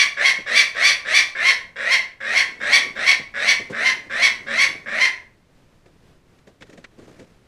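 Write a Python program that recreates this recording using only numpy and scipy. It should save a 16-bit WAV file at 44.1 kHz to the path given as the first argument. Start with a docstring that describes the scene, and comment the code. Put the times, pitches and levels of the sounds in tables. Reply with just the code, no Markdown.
"""Falcon in a snowy aviary.

A falcon scolds between board walls under an open roof. Each call starts as a rising rasp, ragged
pulses of the syrinx through an opening beak, and breaks into a hoarse, arched cry; the walls ring
after it. Soft bumps and rustles sound close by, and at the end a door clicks over quiet winter air."""
import sys
import numpy as np
from scipy import signal
from scipy.fft import rfft, irfft, next_fast_len
from scipy.io import wavfile
from scipy.ndimage import map_coordinates

SR = 44100
rng = np.random.default_rng(int(sys.argv[2]) if len(sys.argv) > 2 else 0)


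def to_wav(sig):
    """Store sig (one row per channel, or 1-D mono) as 16-bit WAV at the path in sys.argv[1].

    Samples outside -1..1 are clipped; the rate is SR.
    """
    pcm = np.clip(np.atleast_2d(sig), -1, 1) * 32767
    pcm = np.round(pcm).astype(np.int16)
    wavfile.write(sys.argv[1], SR, pcm.T)  # frames by channels


N = 329426


def amp(db):
    """Decibels to gain."""
    return 10 ** (np.asarray(db) / 20)


def unit(x):
    """Scale to rms 1."""
    return x / np.sqrt(np.mean(x ** 2) + 1e-20)


def along(points, hz):
    """Read (Hz, value) points on a log frequency axis."""
    knots_hz, values = np.transpose(points)
    return np.interp(np.log(hz + 1), np.log(knots_hz + 1), values)


def filtered(x, spectrum):
    """Filter x by a curve of (Hz, dB) points."""
    size = next_fast_len(len(x) + 4096)
    gain = amp(along(spectrum, np.fft.rfftfreq(size, 1 / SR)))
    return irfft(rfft(x, size) * gain, size)[:len(x)]


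def coloured(x, spectrum):
    """Filter, then scale to rms 1."""
    return unit(filtered(x, spectrum))


def noise(n, spectrum):
    """Coloured noise of rms 1."""
    return coloured(rng.standard_normal(n), spectrum)


def wobble(n, rate_hz):
    """Smooth random curve with rate_hz knots a second."""
    knots = rng.standard_normal(int(n * rate_hz / SR) + 4)
    return map_coordinates(knots, [np.arange(n) * rate_hz / SR])


def add(track, start_s, x):
    """Mix x into the track, cut to fit."""
    i = round(start_s * SR)
    x = x[max(-i, 0):max(N - i, 0)]
    track[max(i, 0):][:len(x)] += x


def gate(t, start_s, end_s, rise_s, fall_s):
    """Smooth on-off envelope."""
    return (1 + np.tanh((t - start_s) / rise_s)) * (1 - np.tanh((t - end_s) / fall_s)) / 4


def burst(spectrum, rise_s, t60_s):
    """A short contact: noise that swells and dies, envelope peak 1."""
    t = np.arange(SR // 5) / SR
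    envelope = (1 - np.exp(-t / rise_s)) ** 2 * amp(-60 * t / t60_s)
    return noise(len(t), spectrum) * envelope / envelope.max()


# Outdoor air spectrum. Each row: frequency in Hz, relative density in dB.
AIR_SPECTRUM = [(20, -1.5), (64, -6), (110, -3.5), (230, -9.5), (450, -13), (800, -20.5), (2000, -24),
                (5000, -31.5), (9000, -38), (15000, -47.5)]


def winter_air(level_db=-55.5, drift_db=1.5):
    """Still air with a faint, far rumble."""
    return amp(level_db + drift_db * wobble(N, 13)) * noise(N, AIR_SPECTRUM)


# Rubbing spectrum. Each row: frequency in Hz, relative density in dB.
RUSTLE_SPECTRUM = [(60, -11.5), (160, 1.5), (430, 0.5), (850, -14), (1800, -11.5), (3500, -20),
                   (6200, -22.5), (10000, -32), (15000, -45.5)]
# Spells of rustling. Each row: start in seconds, length in seconds, level in dB.
RUSTLE_SPELLS = [(2.393, 0.62, -49), (3.54, 1.25, -50.5), (6.6, 0.23, -57), (6.984, 0.22, -52)]


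def rustle(grain_db=3, rise_s=0.027, settle_s=0.12):
    """Grainy rubbing close by: each spell rises, holds while the movement lasts and settles."""
    t = np.arange(N) / SR
    level = np.zeros(N)
    for start_s, length_s, db in RUSTLE_SPELLS:
        rise = 1 - np.exp(-np.maximum(t - start_s, 0) / rise_s)
        settle = np.exp(-np.maximum(t - start_s - length_s, 0) / settle_s)
        level = np.maximum(level, amp(db) * rise * settle)
    return level * unit(noise(N, RUSTLE_SPECTRUM) * amp(grain_db * wobble(N, 130)))


# Knock spectrum. Each row: frequency in Hz, relative density in dB.
BUMP_SPECTRUM = [(30, -24), (110, -5), (200, 0.5), (520, -1), (850, -17), (2000, -23), (8000, -34),
                 (15000, -59)]
# Knocks. Each row: time in seconds, relative level in dB.
BUMP_HITS = [(0.383, -31), (2.853, -29.5), (3.198, -30.5), (3.594, -28), (3.700, -21.5), (4.688, -36),
             (4.748, -32.5), (5.859, -42), (6.473, -36), (6.614, -35), (6.692, -39), (6.729, -38),
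             (6.776, -34.5), (6.984, -33.5), (7.019, -38), (7.076, -34.5), (7.191, -33.5), (7.214, -35)]


def bumps(gain_db=-8.5):
    """Soft, low knocks close by."""
    track = np.zeros(N)
    for time_s, db in BUMP_HITS:
        add(track, time_s - 0.007, amp(db + gain_db) * burst(BUMP_SPECTRUM, rise_s=0.017, t60_s=0.086))
    return track


# Click and scrape spectra. Each row: frequency in Hz, relative density in dB.
CLICK_SPECTRUM = [(150, -4), (300, -10), (1000, -11), (1900, 2.5), (3100, -10.5), (3700, -9), (5400, -24),
                  (8000, -29.5), (14000, -57.5)]
SCRAPE_SPECTRUM = [(800, -14), (2000, -4), (6500, 2), (10000, -12.5), (15000, -25.5)]
# Door clicks. Each row: time in seconds, relative level in dB.
DOOR_CLICKS = [(5.8605, -50), (6.3884, -50), (6.4733, -44.5), (6.6103, -40), (6.6238, -27.5), (6.6682, -48),
               (6.699, -41), (6.7307, -41), (6.7768, -39), (6.8441, -26), (7.0772, -50), (7.1953, -40.5)]


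def door(click_gain_db=-9.0, scrape_gain_db=-18, scrape_limit_db=-58.5):
    """Woody clicks, each with a bright scrape that grows with the blow up to a limit."""
    track = np.zeros(N)
    for time_s, db in DOOR_CLICKS:
        click = burst(CLICK_SPECTRUM, rise_s=0.0078, t60_s=0.027)
        scrape = burst(SCRAPE_SPECTRUM, rise_s=0.008, t60_s=0.051)
        add(track, time_s - 0.004, amp(db + click_gain_db) * click)
        add(track, time_s - 0.006, amp(min(db + scrape_gain_db, scrape_limit_db)) * scrape)
    return track


# Aviary decay. Each row: frequency in Hz, T60 in seconds.
WALL_T60 = [(200, 0.6), (1000, 0.42), (1900, 0.34), (2300, 0.36), (3200, 0.31), (5500, 0.3), (10000, 0.28),
            (15000, 0.35)]


def aviary(x, slaps_db=-5, tail_db=-4.5, build_s=0.014, slap_count=8):
    """Direct sound, slaps from the board walls and a tail that escapes through the open roof."""
    hz, t, bins = signal.stft(rng.standard_normal(SR * 3 // 5), SR, nperseg=256)
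    decay = amp(-60 * t / along(WALL_T60, hz)[:, None])
    build = 1 - np.exp(-t / build_s)
    _, tail = signal.istft(bins * decay * build, SR, nperseg=256)
    response = amp(tail_db) * tail / np.linalg.norm(tail)
    slap_delays = (rng.uniform(0.001995, 0.03, slap_count) * SR).astype(int)
    response[slap_delays] += amp(slaps_db) / np.sqrt(slap_count)
    response[0] += 1
    heard = signal.fftconvolve(x, response)
    return heard * np.linalg.norm(x) / np.linalg.norm(heard)


def membrane(pitch_hz, jitter, jitter_hz):
    """Phase of the syrinx membrane, whose period trembles."""
    return 2 * np.pi * np.cumsum(pitch_hz * (1 + jitter * wobble(len(pitch_hz), jitter_hz))) / SR


def puffs(phase):
    """Turbulent air let through once a cycle."""
    return unit(rng.standard_normal(len(phase)) * (1 + 0.77 * np.cos(phase)))


def burr(t, rasp_s, pitch_hz=226):
    """A faint, low, trembling tone under the rasp."""
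    phase = membrane(np.full(len(t), pitch_hz), jitter=0.037, jitter_hz=120)
    return np.sin(phase) * gate(t, 0.012, rasp_s - 0.02, rise_s=0.011, fall_s=0.043)


# Throat response at three beak openings. Each row: frequency in Hz, relative gain in dB.
BEAK_NEARLY_SHUT = [(2400, -1), (3800, -9.5), (5000, -3.5), (9000, -17.5)]
BEAK_HALF_OPEN = [(60, -51.5), (230, -23.5), (350, -26), (540, -14), (740, -16.5), (950, -26), (1400, -12),
                  (1850, -2), (2350, -10), (3100, -24), (3900, -14.5), (4600, -31), (5900, -26.5),
                  (6800, -39), (7900, -32), (10500, -44.5), (14000, -65.5)]
BEAK_WIDE_OPEN = [(60, -50.5), (250, -31.5), (680, -21.5), (900, -22.5), (1350, -20), (1950, 3.5),
                  (2900, -7), (3700, -10.5), (4300, -5.5), (5000, -14.5), (5900, -8.5), (7000, -26),
                  (10300, -26.5), (13000, -43), (15000, -47)]


def rasp(t, length_s, low_hz=550, high_hz=745, air_share=0.71, swell_db=10, flutter_db=1.6):
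    """Low register: ragged pulses climb in pitch and level while the beak opens."""
    effort = np.clip(t / length_s, 0, 1)
    pitch_hz = (low_hz + (high_hz - low_hz) * effort ** 2.3) * (1 + 0.02506 * wobble(len(t), 40))
    tightening = 1 + 0.16 * (effort ** 2 - 0.4)
    phase = membrane(pitch_hz / tightening, jitter=0.04, jitter_hz=450)
    pulses = unit(sum(np.cos(k * phase) for k in range(1, 19)))
    source = np.sqrt(1 - air_share) * pulses + np.sqrt(air_share) * puffs(phase)
    source *= amp(flutter_db * wobble(len(t), 452.6))
    gape = 0.19 * effort ** 3
    voice = (1 - gape) * coloured(source, BEAK_HALF_OPEN) + gape * coloured(source, BEAK_WIDE_OPEN)
    voice = map_coordinates(voice, [np.cumsum(tightening)])  # all throat resonances slide up together
    shut = np.exp(-t / 0.035)
    voice = (1 - shut) * voice + shut * filtered(voice, BEAK_NEARLY_SHUT)
    swell = amp(swell_db * (effort - 1))
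    return voice * swell * gate(t, 0, length_s + 0.0032, rise_s=0.0069, fall_s=0.011)


# Harmonics of the cry. Each row: multiple of the pitch, relative level in dB.
CRY_HARMONICS = [(1, -17.5), (2, 0), (3, -10), (4, -11), (5, -17.5), (6, -31.5), (7, -27), (8, -36.5),
                 (9, -35)]


def cry(t, start_s, end_s, top_hz, pitch_arch=0.085, hoarse_db=-3.5, flutter_db=1.1, gape_db=4.0):
    """High register: an arched tone in hoarse noise, its second harmonic on the throat resonance."""
    from_top = np.clip((2 * t - start_s - end_s) / (end_s - start_s), -1.5, 1.5)
    phase = membrane(top_hz * (1 - pitch_arch * from_top ** 2), jitter=0.02, jitter_hz=520)
    gape = amp(-gape_db * from_top ** 2)  # widest, so brightest, at the top of the arch
    tone = unit(sum(amp(db) * np.sin(k * phase) * (gape if k > 2 else 1) for k, db in CRY_HARMONICS))
    tone *= gate(t, start_s + 0.00073, end_s - 0.002, rise_s=0.01, fall_s=0.024)
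    air = puffs(phase)
    hoarse = gape * coloured(air, BEAK_WIDE_OPEN) + 0.87 * (1 - gape) * coloured(air, BEAK_HALF_OPEN)
    hoarse *= gate(t, start_s + 0.0055, end_s + 0.004, rise_s=0.011, fall_s=0.0046)
    flutter = unit(amp(flutter_db * wobble(len(t), 333.4)))
    return flutter * (tone + amp(hoarse_db) * hoarse)


# Falcon calls. Each row: start in seconds, rasp length in seconds, cry length in seconds,
# top pitch in Hz, relative cry level in dB.
CALLS = [(-0.13, 0.099, 0.068, 1153, -16.5), (0.167, 0.073, .067, 1106, -15.5),
         (0.46, .09, 0.07, 1171, -15), (0.749, 0.081, 0.085, 1166, -16), (1.048, 0.09, .068, 1166, -15.5),
         (1.35, .097, .074, 1084, -15), (1.758, .15, 0.048, 1082, -14.5), (2.203, 0.15, 0.06, 1106, -15.5),
         (2.602, 0.12, 0.057, 1134, -13.5), (2.953, 0.11, 0.062, 1118, -14.5),
         (3.339, .133, .051, 1134, -15), (3.724, 0.12, .061, 1062, -16), (4.097, 0.12, 0.059, 1125, -15),
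         (4.464, .12, 0.067, 1123, -15), (4.859, 0.14, 0.063, 1054, -15.5)]


def falcon(cry_gain_db=2.4, usual_rasp_s=0.12, usual_top_hz=1109,
           body_db_per_s=0.27, burr_db_per_s=3.0, bright_db_per_hz=0.0461):
    """A run of scolding calls, rasp then cry; the voice gains low body and burr as it goes on."""
    track = np.zeros(N)
    t = np.arange(SR // 3) / SR
    for start_s, rasp_s, cry_s, top_hz, cry_db in CALLS:
        rasp_db = -18 - 47 * (rasp_s - usual_rasp_s)  # a drawn-out rasp is softer
        call = amp(rasp_db) * rasp(t, rasp_s)
        call += amp(cry_db + cry_gain_db) * cry(t, rasp_s, rasp_s + cry_s, top_hz)
        body_db = body_db_per_s * (start_s - 2.8)  # flat at mid-run
        bright_db = bright_db_per_hz * (top_hz - usual_top_hz)  # a higher call is pressed harder
        call = filtered(call, [(800, body_db), (1100, 0), (2400, 0), (3200, bright_db)])
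        call += amp(-55 + burr_db_per_s * start_s) * burr(t, rasp_s)
        add(track, start_s, aviary(call))  # each call draws its own random wall reflections
    return track


def scene():
    """All sources in mono."""
    return (falcon() + bumps() + door() + rustle() + winter_air())[None]


def record(dry, ceiling=0.97, cutoff_hz=15250):
    """Soft peak limiter, then a brick-wall low-pass."""
    limited = dry / (1 + np.abs(dry / ceiling) ** 6) ** (1 / 6)
    size = next_fast_len(N + SR // 2)
    passband = np.fft.rfftfreq(size, 1 / SR) < cutoff_hz
    return irfft(rfft(limited, size) * passband, size)[..., :N]


dry = scene()
out = record(dry)
to_wav(out)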